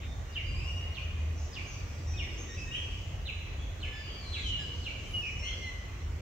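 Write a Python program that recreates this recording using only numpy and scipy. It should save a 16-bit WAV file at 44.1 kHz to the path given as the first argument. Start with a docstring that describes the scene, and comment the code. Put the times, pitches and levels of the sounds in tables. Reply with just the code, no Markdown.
"""Birds around a forest shelter

Small birds call from the trees over a low, far-off rumble and a faint hiss of insects.
One repeats a falling chip, broken up by reflections off the open shelter's posts and beams;
others whistle, slur, twitter, hoot and give nasal notes, mostly as gliding, trembling tones.
Trunks and leaves scatter the calls into a long tail."""
import sys
import numpy as np
from scipy import signal
from scipy.fft import rfft, irfft
from scipy.io import wavfile
from scipy.ndimage import uniform_filter1d

SR = 44100
rng = np.random.default_rng(int(sys.argv[2]) if len(sys.argv) > 2 else 0)


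def pcm_store(signal):
    """Save signal as 16-bit PCM."""
    levels = np.round(np.clip(np.atleast_2d(signal), -1, 1) * 32767)
    wavfile.write(sys.argv[1], SR, levels.astype(np.int16).T)


N = 273861
TIME = np.arange(N) / SR


def amp(db):
    """Decibels to gain."""
    return 10 ** (np.asarray(db) / 20)


def unit(x):
    """Scales to an rms of one."""
    return x / np.sqrt(np.mean(x ** 2) + 1e-20)


def read(points, hz):
    """A table's value at hz, on a log-frequency axis."""
    freq_hz, value = np.transpose(points)
    return np.interp(np.log(hz + 1), np.log(freq_hz), value)


def add(mix, start_s, sound):
    """Mixes a sound in at start_s."""
    part = mix[..., max(round(start_s * SR), 0):][..., :sound.shape[-1]]
    part += sound[..., :part.shape[-1]]


def wander(rate_hz):
    """A smooth random curve of unit size."""
    hz = np.fft.rfftfreq(N, 1 / SR)
    return unit(irfft(rfft(rng.standard_normal(N)) * np.exp(-(hz / rate_hz) ** 2), N))


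# Stereo width of the noise beds: freq_hz, left_right_correlation
BED_WIDTH = [(60, 0.98), (130, 0.95), (300, 0.79), (600, 0.43), (1200, 0), (2600, 0.29), (5000, 0),
             (15000, 0.042)]
# Their lean to one side: freq_hz, left_minus_right_db
BED_BALANCE = [(60, 0), (110, -2), (200, 0.5), (380, -2), (700, -1), (1290, -2.0), (2380, -3), (4400, 2.5),
               (8120, 2.5), (15000, 1.5)]

def noise(shape, patchy_db):
    """Diffuse stereo noise with the spectrum shape(hz), drifting in patches; the bass is near mono."""
    hz = np.fft.rfftfreq(4096, 1 / SR)
    a, b, c, d, patches = rng.standard_normal((5, len(hz), N // 1024 + 3))
    patches = unit(uniform_filter1d(uniform_filter1d(patches, size=30, axis=0), size=5, axis=1))
    alike = np.clip(read(BED_WIDTH, hz), -1, 1)[:, None]
    left = a + 1j * b
    right = alike * left + np.sqrt(1 - alike ** 2) * (c + 1j * d)
    spectra = np.array([left, right]) * shape(hz)[:, None] * amp(patchy_db * patches)
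    spectra *= amp(np.outer([.5, -.5], read(BED_BALANCE, hz)))[:, :, None]
    return unit(signal.istft(spectra, nperseg=4096, noverlap=3072)[1][:, :N])


def band(centre_hz, width_hz):
    """A bell-shaped spectrum."""
    return lambda hz: np.exp(-((hz - centre_hz) / width_hz) ** 2)


# Tone of the low roar: freq_hz, gain_db
ROAR_EQ = [(18, -34), (29, -47), (42, 0), (58, 0.5), (68, -6), (88, 1.5), (102, -7.5), (130, -10),
           (160, -17), (230, -21.5), (400, -23.5), (650, -26), (1100, -33), (1800, -42)]
# Swells on top of the steady drone: peak_s, half_width_s, level_db
SWELLS = [(.72, 0.41, -45), (1.29, 0.16, -34.5), (2.1, 0.16, -38.5), (3.59, 0.031, -36.5),
          (4.32, 0.029, -42), (6.14, 0.048, -42)]

def rumble(roar_db=-39, drone_db=-48.5, drone_hz=78, drift_hz=3):
    """Low roar, perhaps of distant traffic, with one wavering engine-like drone."""
    roar = noise(lambda hz: amp(read(ROAR_EQ, hz)) / (1 + (hz / 2200) ** 4), patchy_db=1.5)
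    drone = np.sqrt(2) * np.sin(2 * np.pi * np.cumsum(drone_hz + drift_hz * wander(7.64)) / SR)
    swells = sum(amp(db) * np.exp(-((TIME - s) / width) ** 2) for s, width, db in SWELLS)
    return amp(roar_db) * roar + (amp(drone_db) + swells) * drone


# Tone of the forest bed: freq_hz, gain_db
AIR_EQ = [(590, -47), (1000, -7.5), (1150, -0.5), (1250, -4.5), (1680, -4), (2020, -2), (2640, -5),
          (2730, -5.5), (2860, -8), (3070, -6.5), (4190, -13.5), (5040, -13.5), (6490, -10), (9840, -32),
          (15800, -23)]

def forest_air(level_db=-53.7):
    """The soft hiss of the far forest."""
    return amp(level_db) * noise(lambda hz: amp(read(AIR_EQ, hz)), patchy_db=2.22)


# Bouts of insect hiss: start_s, length_s, level_db
INSECT_CUES = [(1.33, 2.08, -60.5), (3.975, 2.02, -59)]

def insects():
    """Insects hiss in a high, patchy band that fades in and out."""
    bouts = np.zeros(N)
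    for s, length, db in INSECT_CUES:
        add(bouts, s, amp(db) * signal.windows.tukey(int(length * SR), .5))
    return bouts * noise(band(centre_hz=5700, width_hz=1800), patchy_db=5.5)


# Soft rustles and thin hisses: start_s, length_s, level_db, centre_hz, width_hz
RUSTLE_CUES = [(0, 0.087, -50.5, 2550, 1290), (2.08, 0.67, -52, 323, 200), (4.248, 0.86, -56.5, 274, 180),
               (4.45, 0.083, -53, 6100, 1600), (5.045, 0.22, -66.5, 10900, 1400)]

def rustles():
    """Bands of noise that each swell once and die away."""
    out = np.zeros((2, N))
    for s, length, db, centre_hz, width_hz in RUSTLE_CUES:
        swell = np.zeros(N)
        add(swell, s, np.sin(np.linspace(0, np.pi, int(length * SR))))
        out += amp(db) * swell * noise(band(centre_hz, width_hz), patchy_db=0)
    return out


def forest_echo(x, t60_s, early_t60_s=0.15, early_db=4, rise_s=0.015):
    """Early echoes off near trunks, then a long, smooth scatter from the trees."""
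    t = np.arange(2 * SR) / SR
    taps = rng.choice([-1., 1.], (2, len(t))) * (rng.random((2, len(t))) < .05)
    decay = amp(-60 * t / t60_s) + amp(early_db - 60 * t / early_t60_s)
    tail = taps * decay * (1 - np.exp(-t / rise_s))
    tail /= np.linalg.norm(tail, axis=1, keepdims=True)
    return signal.fftconvolve(x[None], tail, axes=1)[:, :N]


def shelter(x, count=22, reach_s=.024, reflections_db=1):
    """Posts, beams and floor add a handful of reflections that break up a sweep."""
    taps = np.zeros((2, int(reach_s * SR) + 1))
    for ear, (lateness, sign) in zip(taps, rng.random((2, 2, count))):
        delay_s = (.1 + .9 * lateness) * reach_s
        ear[(delay_s * SR).astype(int)] = np.sign(sign - .5) * np.exp(-lateness)
    taps *= amp(reflections_db) / np.linalg.norm(taps[0])
    taps[:, 0] = 1  # the direct path
    return signal.fftconvolve(x, taps / np.linalg.norm(taps[0]), axes=1)


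def leaves(x, edge_hz=8800):
    """Foliage and air soak up the highest overtones."""
    hz = np.fft.rfftfreq(2 * N, 1 / SR)
    return irfft(rfft(x, 2 * N) / (1 + (hz / edge_hz) ** 10))[:, :N]


def place(x, side, lag_s=0.00012, shade_db=4):
    """A source reaches the nearer ear earlier and louder (side: +1 left, -1 right)."""
    ear = np.array([[.5], [-.5]]) * side
    lead = np.exp(2j * np.pi * np.fft.rfftfreq(len(x), 1 / SR) * lag_s * ear)
    return irfft(rfft(x) * lead, len(x)) * amp(shade_db * ear)


def hoots(start_s=.52, every_s=0.11, length_s=0.078, pitch_hz=1060, peak_db=-57, count=6):
    """A very distant bird gives an even run of soft hoots."""
    out, t = np.zeros(N), np.arange(int(length_s * SR)) / SR
    hoot = amp(peak_db) * np.sin(2 * np.pi * pitch_hz * t) * np.hanning(len(t))
    for k in range(count):
        add(out, start_s + k * every_s, hoot)
    return out


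def note(length_s, pitches_hz, rough, tremor, waver=0.0777, flutter=0.091):
    """Phase and envelope of one note: the pitch curves through three points and trembles."""
    progress = np.linspace(0, 1, int(length_s * SR))
    n = len(progress)
    contour_hz = np.polyval(np.polyfit([0, .5, 1], pitches_hz, 2), progress)
    hz = contour_hz * (1 + waver * rough * tremor[:n])
    swell = signal.windows.tukey(n, .5) * np.exp(flutter * rough * tremor[::-1][:n])
    return 2 * np.pi * np.cumsum(hz) / SR, np.sqrt(2) * swell


# Nasal calls: start_s, length_s, level_db, first_hz, middle_hz, last_hz
NASAL_CUES = [(2.055, 0.11, -62.5, 1867, 1904, 1880), (2.476, 0.097, -51.5, 1860, 1880, 1924),
              (2.65, 0.16, -54.5, 1807, 1887, 1930), (3.83, .1, -57, 1700, 1730, 1740),
              (3.91, .135, -50, 1735, 1745, 1748), (4.359, 0.075, -58.5, 1640, 1660, 1640),
              (4.581, 0.077, -53.5, 1720, 1680, 1580)]
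# Their timbre: harmonic_number, gain_db
NASAL_HARMONICS = [(1, 1.5), (2, -5), (3, -11), (4, -16)]

def nasals(rough=0.13):
    """A bird gives short, nearly level notes with a stack of overtones."""
    out, tremor = np.zeros(N), wander(250)
    for s, length, db, *pitches in NASAL_CUES:
        phase, swell = note(length, pitches, rough, np.roll(tremor, -int(s * SR)))
        voice = sum(amp(gain_db) * np.sin(k * phase) for k, gain_db in NASAL_HARMONICS)
        add(out, s, amp(db) * swell * voice)
    return out


def overtones(phase, step_db, count=3):
    """The octave and the harmonics above it, each weaker than the last."""
    return sum(amp(k * step_db) * np.sin((k + 2) * phase) for k in range(count))


def notes(rows):
    """A run of near-pure notes, each a trembling sine with two weaker overtones."""
    out, tremor = np.zeros(N), wander(328)
    for s, length, db, pitches, rough, octave_db in rows:
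        phase, swell = note(length, pitches, rough, np.roll(tremor, -int(s * SR)))
        voice = np.sin(phase) + amp(octave_db) * overtones(phase, step_db=-5, count=2)
        add(out, s, amp(db) * swell * voice)
    return out


def arch(hz, glide_hz, droop=0.0125):
    """First, middle and last pitch of a glide whose ends sag slightly."""
    return [hz * (1 - droop) - glide_hz / 2, hz, hz * (1 - droop) + glide_hz / 2]


# Soft pips: start_s, length_s, level_db, pitch_hz
PIP_CUES = [(0, 0.17, -58.5, 3650), (.222, .39, -57, 2835), (2.132, 0.04, -45.5, 2560),
            (2.562, 0.089, -43, 2605), (3.584, 0.066, -51.5, 3350), (4.134, 0.17, -56, 2330)]

def pips(rough=0.22, octave_db=-22):
    """A bird pips softly, each note on a nearly level pitch."""
    return notes((s, length, db, arch(hz, 0), rough, octave_db) for s, length, db, hz in PIP_CUES)


# Thin high tones: start_s, length_s, level_db, pitch_hz, glide_hz, roughness
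HIGH_TONE_CUES = [(1.349, .14, -54.5, 6070, 696, 1.18), (1.648, 0.13, -52.5, 6090, -720, .5),
                  (2.055, 0.095, -51, 5800, 44, 0.29), (2.155, 0.095, -51.5, 5520, -48, 0.04),
                  (2.367, 0.079, -48, 6380, 202, 0.23), (2.493, 0.082, -51, 5740, 300, 0.16),
                  (2.56, 0.1, -55, 5110, 190, 0.28), (4.583, 0.071, -53.5, 5020, -100, .15),
                  (5.379, 0.082, -50, 5640, 1105, 0.33), (5.438, .07, -47.5, 5930, 94, .12)]

def high_tones(octave_db=-32):
    """Thin high tones: twitters, and the bright upper overtones of the nasal calls."""
    return notes((s, length, db, arch(hz, glide), rough, octave_db)
                 for s, length, db, hz, glide, rough in HIGH_TONE_CUES)


# Upward slurs: start_s, level_db
UPSLUR_CUES = [(2.701, -34.5), (4.036, -44), (5.418, -36)]

def upslurs(length_s=.085, pitches_hz=(2532, 3018, 3354), rough=0.44, octave_db=-22):
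    """A bird sweeps quickly upward; a fast tremble makes it hoarse."""
    return notes((s, length_s, db, pitches_hz, rough, octave_db) for s, db in UPSLUR_CUES)


# Descending song: start_s, length_s, level_db, pitch_hz, glide_hz, roughness, octave_db
PHRASE_CUES = [(5.043, 0.09, -54, 3076, -84, .08, -23), (5.13, 0.07, -33, 2911, -85, 0.07, -48),
               (5.212, .108, -38.5, 2510, -390, 0.47, -50), (5.408, .15, -45.5, 2114, -2, 0.18, -9),
               (5.608, 0.1124, -42, 2056, -130, 0.09, -15.5), (5.73, 0.14, -58, 1983, 5, 0.27, -28)]

def phrase():
    """A bird steps down through a phrase of separate notes."""
    return notes((s, length, db, arch(hz, glide), rough, octave_db)
                 for s, length, db, hz, glide, rough, octave_db in PHRASE_CUES)


def slide(curve, step_db, rough, waver=.0737, flutter=0.22, edge_s=0.0088):
    """One long whistle that follows its pitch and level curves, trembling a little."""
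    when, pitch, db, octave_db = np.transpose(curve)
    hz = np.interp(TIME, when, pitch) * (1 + waver * rough * wander(298))
    phase = 2 * np.pi * np.cumsum(hz) / SR
    gate = np.clip(np.minimum(TIME - when[0], when[-1] - TIME) / edge_s, 0, 1)
    tremble = np.exp(flutter * rough * wander(300))
    tone = amp(np.interp(TIME, when, db)) * np.sin(phase)
    upper = amp(np.interp(TIME, when, octave_db)) * overtones(phase, step_db)
    return np.sqrt(2) * gate * tremble * (tone + upper)


# Path of the rising whistle: time_s, pitch_hz, level_db, octave_level_db
RISE_CURVE = [(.44, 2380, -52, -58), (.57, 2420, -47.5, -50.5), (.62, 2647, -44.5, -61),
              (.685, 2857, -41, -53), (.765, 2853, -39, -64), (.8, 2920, -50, -73), (1.03, 2880, -47, -78)]

def rising_whistle():
    """A bird slides up in one clean whistle and holds the top."""
    return slide(RISE_CURVE, step_db=-8.5, rough=0.075)


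# Path of the falling whistle: time_s, pitch_hz, level_db, octave_level_db
FALL_CURVE = [(3.95, 4860, -55.5, -88), (4.2, 4600, -49, -76), (4.25, 4160, -48.5, -62),
              (4.35, 4060, -37.5, -64), (4.41, 3510, -49, -73), (4.465, 3043, -34, -69),
              (4.55, 2874, -33.5, -62), (4.6, 2960, -45.5, -86), (4.71, 2910, -42.5, -90)]

def falling_whistle():
    """A bird slides down in one slightly rough whistle."""
    return slide(FALL_CURVE, step_db=-10, rough=.24)


def whistlers():
    """Six layers of birdsong: returns their direct sound, dimmed by leaves, and a mono echo send."""
    direct, send = np.zeros((2, N)), np.zeros(N)
    for layer, direct_db, side in [(rising_whistle, -6, .49), (falling_whistle, -7, .47),
                                   (phrase, -1, -.36), (upslurs, -8, .74),
                                   (pips, -4, .1), (high_tones, -3, .26)]:
        song = layer()
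        direct += amp(direct_db) * place(song, side)
        send += song
    return direct, send


# The lead bird's chips: mid_fall_s, level_db, first_hz, last_hz, high_start_gain_db
CHIP_CUES = [(0.365, -32, 4800, 2060, -10), (.975, -35, 4300, 2304, -1), (1.567, -34.5, 5200, 2240, -1),
             (2.2, -34.5, 3785, 1920, -1.5), (2.746, -32, 3290, 2300, -11), (3.284, -34.5, 3917, 2220, 2),
             (3.837, -34.5, 4200, 2030, -3), (4.354, -34.5, 3380, 1970, 7), (4.865, -31, 4316, 2235, -7)]
# Strength of its voice along the sweep: pitch_hz, gain_db
CHIP_EQ = [(1950, -16), (2300, -9.5), (2550, -7), (2780, -1), (2980, -3.5), (3200, -10), (3600, -9.5),
           (4200, -15), (5200, -14.5)]

def chips(mid_hz=2770, floor_hz=1866, fall_s=.027, hold_s=.0086, side=-.39, flutter=.42, waver=.0256):
    """A trembling tone holds, drops fast and levels out; returns the near sound and an echo send."""
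    near, send = np.zeros((2, N)), np.zeros(N)
    t = np.arange(-.06, .08, 1 / SR)  # zero where the fall passes mid_hz
    fall_hz = floor_hz + (mid_hz - floor_hz) * np.exp(-t / fall_s)
    tremor, quaver = wander(260), wander(328)
    for s, db, first_hz, last_hz, high_start_db in CHIP_CUES:
        now = slice(int(s * SR), int(s * SR) + len(t))
        hz = np.minimum(fall_hz, first_hz)
        tone = np.sqrt(2) * np.sin(2 * np.pi * np.cumsum(hz * (1 + waver * quaver[now])) / SR)
        drop_s = t[np.argmax(fall_hz < first_hz)]
        gate = uniform_filter1d(1. * ((t > drop_s - hold_s) & (hz > last_hz)), size=130)
        level_db = db + read(CHIP_EQ, hz) + np.interp(hz, [mid_hz, 3500], [0, high_start_db])
        chip = amp(level_db) * tone * gate * np.exp(flutter * tremor[now])
        add(send, s + t[0], chip)
        add(near, s + t[0], shelter(place(chip, side)))
    return near, send


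def scene(chip_db=-3, nasal_db=-2, chip_wet_db=0.23, whistle_wet_db=-2, nasal_wet_db=-5):
    """The birds all around, with their echoes, over the background."""
    chip_near, chip_send = chips()
    whistle_direct, whistle_send = whistlers()
    nasal = nasals()
    birds = amp(chip_db) * chip_near + whistle_direct + amp(nasal_db) * nasal + hoots()
    chorus_send = amp(whistle_wet_db) * whistle_send + amp(nasal_wet_db) * nasal
    echoes = forest_echo(amp(chip_wet_db) * chip_send, t60_s=1.53) + forest_echo(chorus_send, t60_s=1.35)
    return leaves(birds + echoes) + rumble() + forest_air() + insects() + rustles()


def record(dry, cutoff_hz=15800):
    """A steep high cut, with the briefest fade at either end."""
    faded = dry * signal.windows.tukey(N, .001)
    lowpass = signal.firwin(511, cutoff_hz, window=("kaiser", 9), fs=SR)
    return signal.oaconvolve(faded, lowpass[None], "same")


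dry = scene()
out = record(dry)
pcm_store(out)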